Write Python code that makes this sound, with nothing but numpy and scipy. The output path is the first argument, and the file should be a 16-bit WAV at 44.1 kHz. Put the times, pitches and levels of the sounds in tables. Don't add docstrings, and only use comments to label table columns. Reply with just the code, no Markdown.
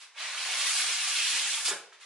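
import sys
import numpy as np
from scipy import signal
from scipy.fft import rfft, irfft
from scipy.io import wavfile
from scipy.ndimage import uniform_filter1d

SR = 44100
rng = np.random.default_rng(int(sys.argv[2]) if len(sys.argv) > 2 else 0)


def digitize_waveform(pressure):
    field = np.atleast_2d(pressure).T
    bounded = np.clip(field, -1, 1)
    quanta = np.round(bounded * 32767).astype(np.int16)
    wavfile.write(sys.argv[1], SR, quanta)


def voltage_ratio(level):
    return 10 ** (np.asarray(level, float) / 20)


N = 90404

# time_s, pressure_db, brightness_db_per_octave, box_grip_db, squeal_db
PULL = [(0.14, -60, -6.5, 8, -4), (0.181, -41, -5.5, -6, 2), (.22, -35, -5, -14.5, -1),
        (.3, -37.5, -5, -9.5, -2.5), (.39, -37, -2.5, -1, 1), (.5, -36, -1, 6, 1.5),
        (.68, -30.5, 0, -0.5, -1), (.75, -34, 2.5, 8.5, -2), (.81, -34.5, 2.5, 9, 1.5),
        (.87, -33, -1, -4, 0.5), (.97, -32, -1.5, -6.5, -3.5), (1.14, -34, 0, 0.5, 0),
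        (1.2, -33, -0.5, -14, 5), (1.26, -32.5, 0.5, -4.5, 0.5), (1.391, -32.5, -0.5, -2.5, 1),
        (1.45, -36, 0.5, 8.5, 0), (1.54, -37.5, 2, 3, 3), (1.652, -43, 3, 13, -5)]
# start_s, length_s, level_db, brightness_db_per_octave, rise_s
SHORT_RUBS = [
    (-.05, 0.08, -49, -2.4, 0.0088),
    (1.563, 0.011, -36, -3, 0.013),
    (1.635, 0.021, -32.5, 3.5, 0.022),
    (1.663, 0.018, -32.5, 4, 0.023),
    (1.68, 0.0078, -49, 0, .005),
    (1.7, 0.013, -41.5, -14, 0.016),
    (1.924, 0.015, -56, -4, 0.0024),
    (1.952, 0.0083, -80, -8.5, 0.004),
    (1.978, 0.057, -51.5, -3, 0.043),
]
# freq_hz, density_db_per_hz
FOAM_SPECTRUM = [(400, -50), (560, -28.5), (800, -13.5), (1500, -8.5), (3100, 0), (5500, -2.5), (8000, -5),
                 (11400, -5.5)]
# freq_hz, width_hz, level_db
WALL_MODES = [(150, 25, -27), (180, 23, -31), (300, 62, -21), (420, 49, -7), (698, 75, -5.5),
              (790, 67, -4.5), (1062, 25, -3.5), (1477, 54, 0), (1698, 36, 1.5), (2193, 70, -3.5),
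              (2500, 49, -13.5), (2620, 95, -6)]
# time_s, level_db, rattle_ms
FLAP_KNOCKS = [
    (1.684, -36.5, 3.3),
    (1.709, -37.5, 9.4),
    (1.721, -53, 6.5),
]
# time_s, peak_db, pitch_hz
TAPS = [
    (1.924, -43, 1600),
    (1.9271, -40.5, 1610),
    (1.9303, -43, 3200),
    (1.9325, -43, 3000),
    (1.9648, -52, 2020),
    (1.682, -28, 875),
    (1.7084, -25, 1250),
    (1.721, -40, 1200),
]
# start_s, length_s, level_db, pitch_hz
BENDS = [(0.74, 0.1, -73, 210), (0.79, 0.052, -62.5, 320), (.84, 0.048, -73, 250), (0.885, 0.029, -59, 430),
         (0.6, 0.054, -42, 2700), (0.61, 0.048, -42, 3700), (.66, 0.061, -42, 1980),
         (1.17, 0.053, -36, 2640), (1.7, 0.034, -41, 3500), (1.1, .04, -45, 4300), (1.3, 0.038, -42, 3100),
         (0.71, .03, -80, 150), (1.43, 0.092, -81, 120), (1.199, 0.16, -80.5, 254),
         (1.334, 0.048, -59, 298), (1.33, 0.073, -60.5, 510), (1.44, 0.03, -66, 230),
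         (1.63, 0.04, -55, 745), (.06, 0.1, -86.5, 450), (1.78, 0.091, -80.5, 175), (1.59, 0.028, -71, 180),
         (1.684, 0.025, -51.5, 350), (1.709, 0.011, -46.5, 405), (1.715, 0.048, -69.5, 150),
         (1.715, 0.05, -65.5, 180), (1.712, 0.021, -55.5, 280), (1.715, 0.024, -53, 626),
         (1.54, 0.009, -32, 3400), (1.655, 0.042, -35.5, 3500), (1.66, 0.025, -33, 4630),
         (1.688, 0.015, -28.5, 7240), (1.68, 0.012, -42, 8400), (1.68, 0.0061, -31, 5200),
         (1.69, 0.017, -41, 5300)]
# freq_hz, density_db_per_hz
AIR_SPECTRUM = [(18, -66), (30, -53), (225, -43), (400, -19), (1020, 9.5), (1280, 4), (1860, 7.5),
                (6120, 0), (10600, -11), (11400, -21), (14800, -51), (22000, -120)]
# freq_hz, t60_s
ROOM_T60 = [(150, 0.5), (400, 0.71), (1000, 0.42), (2500, 0.42), (5000, 0.4), (10000, 0.3)]
# freq_hz, correlation
LIKENESS = [(100, 0.67), (300, 0.95), (1000, 0.77), (2600, 0.78), (4000, 0.28), (5500, -0.052),
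            (11000, -0.11)]
# start_s, length_s, low_hz, high_hz
LOW_GAPS = [(0.404, 0.104, 7, 296), (0.587, .04, -10, 425), (0.71, .032, 6, 496), (.75, .09, 4, 170),
            (0.801, .02, -4, 344), (0.881, .04, -6, 310), (0.928, 0.044, -24, 647), (0.97, .05, 9.5, 180),
            (1, 0.074, -9, 670), (1.06, .07, 1, 260), (1.134, .03, -1, 506), (1.245, .08, 0, 170),
            (1.332, .05, -8, 222), (1.335, .05, 356, 450), (1.345, .05, 578, 660), (1.367, .035, 0, 450),
            (1.519, .03, -3, 300)]


def read(points, hz):
    f, value = np.transpose(points)
    return np.interp(np.log(hz + 1), np.log(f + 1), value)


def evened(x):
    return x / np.sqrt(np.mean(x ** 2) + 1e-20)


def drift(seconds, count):
    hop = 64
    width = max(int(seconds * SR / hop), 1)
    slow = rng.standard_normal((count, N // hop + 1))
    for _ in range(2):
        slow = uniform_filter1d(slow, width, axis=1)
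    return np.repeat(evened(slow), hop, axis=1)[:, :N]


def ring(x, hz, width_hz):
    r = np.exp(-np.pi * width_hz / SR)
    pole = r * np.exp(2j * np.pi * hz / SR)
    return 2 * signal.lfilter([1 - r], [1, -pole], x).real


def butter(x, order, hz, kind="lowpass"):
    return signal.sosfilt(signal.butter(order, hz, kind, fs=SR, output="sos"), x)


def pair(z, hz):
    same = np.clip(read(LIKENESS, hz), -1, 1)[:, None]
    common, apart = np.sqrt((1 + same) / 2), np.sqrt((1 - same) / 2)
    return np.array([common * z[0] + apart * z[1], common * z[0] - apart * z[1]])


def hush():
    hz, _, z = signal.stft(rng.standard_normal((2, N)), SR, nperseg=1024)
    shaped = pair(z, hz) * voltage_ratio(read(AIR_SPECTRUM, hz))[:, None]
    air = signal.istft(shaped, SR, nperseg=1024)[1][:, :N]
    return voltage_ratio(-60.5) * evened(air)


def rumble():
    level_db, cut_hz = -108, 90
    air = butter(rng.standard_normal((2, N)), 4, cut_hz)
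    return voltage_ratio(level_db + 3 * drift(.03, count=1)) * evened(air + .4 * air[::-1])


def room(x, count=4):
    early_ms, early_db, gap_s, turns_per_s = 5.1, 1.5, .002, 13
    taps = np.zeros((2 * count, 24000))
    at = np.arange(0, 23980, 20) + rng.integers(0, 20, (2 * count, 1199))
    np.put_along_axis(taps, at, rng.choice([-1., 1.], at.shape), 1)
    hz, t, z = signal.stft(taps, SR, nperseg=256)
    t60_s = np.maximum(read(ROOM_T60, hz), .05)[:, None]
    fade = voltage_ratio(-60 * t / t60_s) + voltage_ratio(early_db) * np.exp(-1000 * t / early_ms)
    out = np.zeros((2, N))
    turn = 2 * np.pi * turns_per_s * np.arange(N) / SR
    for k in range(count):
        tail = signal.istft(pair(z[2 * k:], hz) * fade, SR, nperseg=256)[1]
        tail = np.pad(tail / np.linalg.norm(tail[0]), ((0, 0), (round(gap_s * SR), 0)))
        share = np.sqrt(2 / count) * np.cos((1 + k // 2 * 0.634) * turn + np.pi / 2 * k)
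        out += signal.fftconvolve((x * share)[None], tail, axes=1)[:, :N]
    return out


def hum(push):
    hz, width_hz, level_db = 160, 87, -56
    tone = rng.standard_normal(N) * voltage_ratio(5.1 * drift(0.032, count=1)[0])
    for _ in range(3):
        tone = ring(tone, hz, width_hz)
    return voltage_ratio(level_db) * push * evened(tone)


def ticks():
    decay_cycles, cut_hz = .75, 500
    out, t = np.zeros(N), np.arange(600) / SR
    for s, db, hz in TAPS:
        swing = np.sin(2 * np.pi * hz * t) * np.exp(-t * hz / decay_cycles)
        out[round(s * SR):][:600] -= voltage_ratio(db) * swing * 1.41
    return butter(out, 3, cut_hz, "highpass")


def flexes():
    relative_width, clear_hz, lead_s = 0.084, 700, .05
    out, t = np.zeros(N), np.arange(8000) / SR
    for s, length, db, hz in BENDS:
        width_hz = relative_width * hz
        narrow = ring(rng.standard_normal(8000), hz, width_hz)
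        tone = evened(ring(narrow, hz, 13.0 * width_hz))
        if hz < clear_hz:
            tone = .3 * tone + 1.3 * np.sin(2 * np.pi * (hz * t + rng.random()))
        swell = np.exp(-2 * ((t - lead_s - length / 2) / length) ** 2)
        at = round((s - lead_s) * SR)
        out[at:at + 8000] += voltage_ratio(db) * tone * swell
    return out


def motion():
    fall_s = 0.015
    t = np.arange(N) / SR
    s, level_db, tilt_db, grip_db, squeal_db = np.transpose(PULL)
    power = voltage_ratio(np.interp(t, s, level_db, left=-120, right=-120)) ** 2
    lean = power * np.interp(t, s, tilt_db)
    for start, length, db, tilt, rise in SHORT_RUBS:
        onset = np.sin(np.pi / 2 * np.clip((t - start) / rise, 0, 1)) ** 2
        fall = np.exp(-np.maximum(t - start - length, 0) / fall_s)
        rub_power = (voltage_ratio(db) * onset * fall) ** 2
        power = power + rub_power
        lean = lean + tilt * rub_power
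    grip = np.interp(t, s, grip_db, left=0, right=0)
    squeal = np.interp(t, s, squeal_db, left=0, right=0)
    return np.sqrt(power), lean / power, grip, squeal


def box(push, grip_db):
    scrape_db, tilt_db, tick_db = -13.5, 7, -30
    scrape = rng.standard_normal(N) * push * voltage_ratio(scrape_db + grip_db)
    blows, wobble, t = np.zeros(N), drift(0.14, count=len(WALL_MODES)), np.arange(3000) / SR
    for s, db, rattle_ms in FLAP_KNOCKS:
        rattle = np.exp(-1000 * t / rattle_ms) * rng.standard_normal(3000)
        blows[round(s * SR):][:3000] += 12 * voltage_ratio(db) * rattle
    out = voltage_ratio(tick_db) * ring(np.diff(blows, prepend=0), 2500, 2500)
    for k, (hz, width_hz, db) in enumerate(WALL_MODES):
        drive = scrape * voltage_ratio(tilt_db * np.log2(hz / 1000) + 1.9 * wobble[k]) * 3.54
        mode = ring(drive, hz, width_hz) + ring(blows, hz, 3.1 * width_hz)
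        out += (-1) ** k * voltage_ratio(db) * mode
    return out


def beads(push, bright, grip_db, squeal_db, count=38):
    slips_per_s, spread_db, cycles, glide = 900, 2.0, 4.2, 0.065
    patch_db, patch_s, judder_db, judder_s = .7, .03, .6, .008
    grip_share = 0.34
    squeal_hz, squeal_octaves = 3200, .55
    out, patch, judder = np.zeros(N), drift(patch_s, count=count), drift(judder_s, count=1)[0]
    patch = evened(uniform_filter1d(patch, size=4, axis=0))
    for k, hz in enumerate(np.geomspace(420, 11500, count)):
        u = np.arange(0, 1, hz / (cycles * SR))
        bend = 1 + glide * rng.uniform(-1.39, 1) * u
        chirp = np.sin(np.pi * u ** 0.72) ** 2 * np.sin(2 * np.pi * cycles * u * bend)
        chance, size = rng.random(N), rng.laplace(0, 1, N)
        hits = chance < slips_per_s * np.sqrt(hz / 3000) / SR
        slips = evened(hits * np.sign(size) * voltage_ratio(spread_db * np.minimum(abs(size), 4)))
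        db = read(FOAM_SPECTRUM, hz) + bright * np.log2(hz / 3000)
        db = db + patch_db * patch[k] + judder_db * judder
        db = db + grip_share * grip_db * max(np.log2(2800 / hz), 0)
        db = db + squeal_db * np.exp(-(np.log2(hz / squeal_hz) / squeal_octaves) ** 2)
        voice = signal.oaconvolve(slips * voltage_ratio(db) * push, chirp / np.linalg.norm(chirp))[:N]
        out += voice * np.sqrt(hz / 20000)
    return out


def scene():
    scrape_cut_hz = 370
    direct_db, room_db, flex_wet, tick_wet = -9, -0.5, .3, 0.72
    lag_s, left_db = .000025, -0.2
    push, bright, grip_db, squeal_db = motion()
    rub = beads(push, bright, grip_db, squeal_db) + box(push, grip_db)
    rub = butter(rub, 4, scrape_cut_hz, "highpass")
    bend, taps = flexes(), ticks()
    near = rub * voltage_ratio(direct_db) + bend + taps
    delay = np.exp(-2j * np.pi * np.fft.rfftfreq(N, 1 / SR) * lag_s)
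    late = irfft(rfft(near) * delay, N)
    wet = voltage_ratio(room_db) * room(rub + flex_wet * bend + tick_wet * taps) + hush() + hum(push)
    return (np.array([late, near]) + wet) * voltage_ratio(np.array([[left_db], [-left_db]]))


def starve(x):
    drop_db, edge_hz, edge_s = -24, 40, 0.012
    hz, t, z = signal.stft(x, SR, nperseg=1024, noverlap=896)
    shut = np.zeros(z.shape[1:])
    for s, length, low_hz, high_hz in LOW_GAPS:
        below_top = np.clip((high_hz - hz) / edge_hz + .5, 0, 1)
        above_bottom = np.clip((hz - low_hz) / edge_hz + 1, 0, 1)
        when = np.clip((length / 2 - abs(t - s - length / 2)) / edge_s + 1, 0, 1)
        shut = np.maximum(shut, (below_top * above_bottom)[:, None] * when)
    return signal.istft(z * voltage_ratio(drop_db * shut), SR, nperseg=1024, noverlap=896)[1][:, :N]


def low_pass(x):
    return signal.sosfilt(signal.butter(12, 12300, fs=SR, output="sos"), x)


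def record(dry):
    bass_cut_hz, band_limit_hz = 148, 11040
    thin = butter(dry, 3, bass_cut_hz, "highpass")
    mix = starve(thin) + rumble()
    edge = np.clip((band_limit_hz - np.fft.rfftfreq(N, 1 / SR)) / 30, 0, 1)
    return low_pass(irfft(rfft(mix) * edge, N))


dry = scene()
out = record(dry)
digitize_waveform(out)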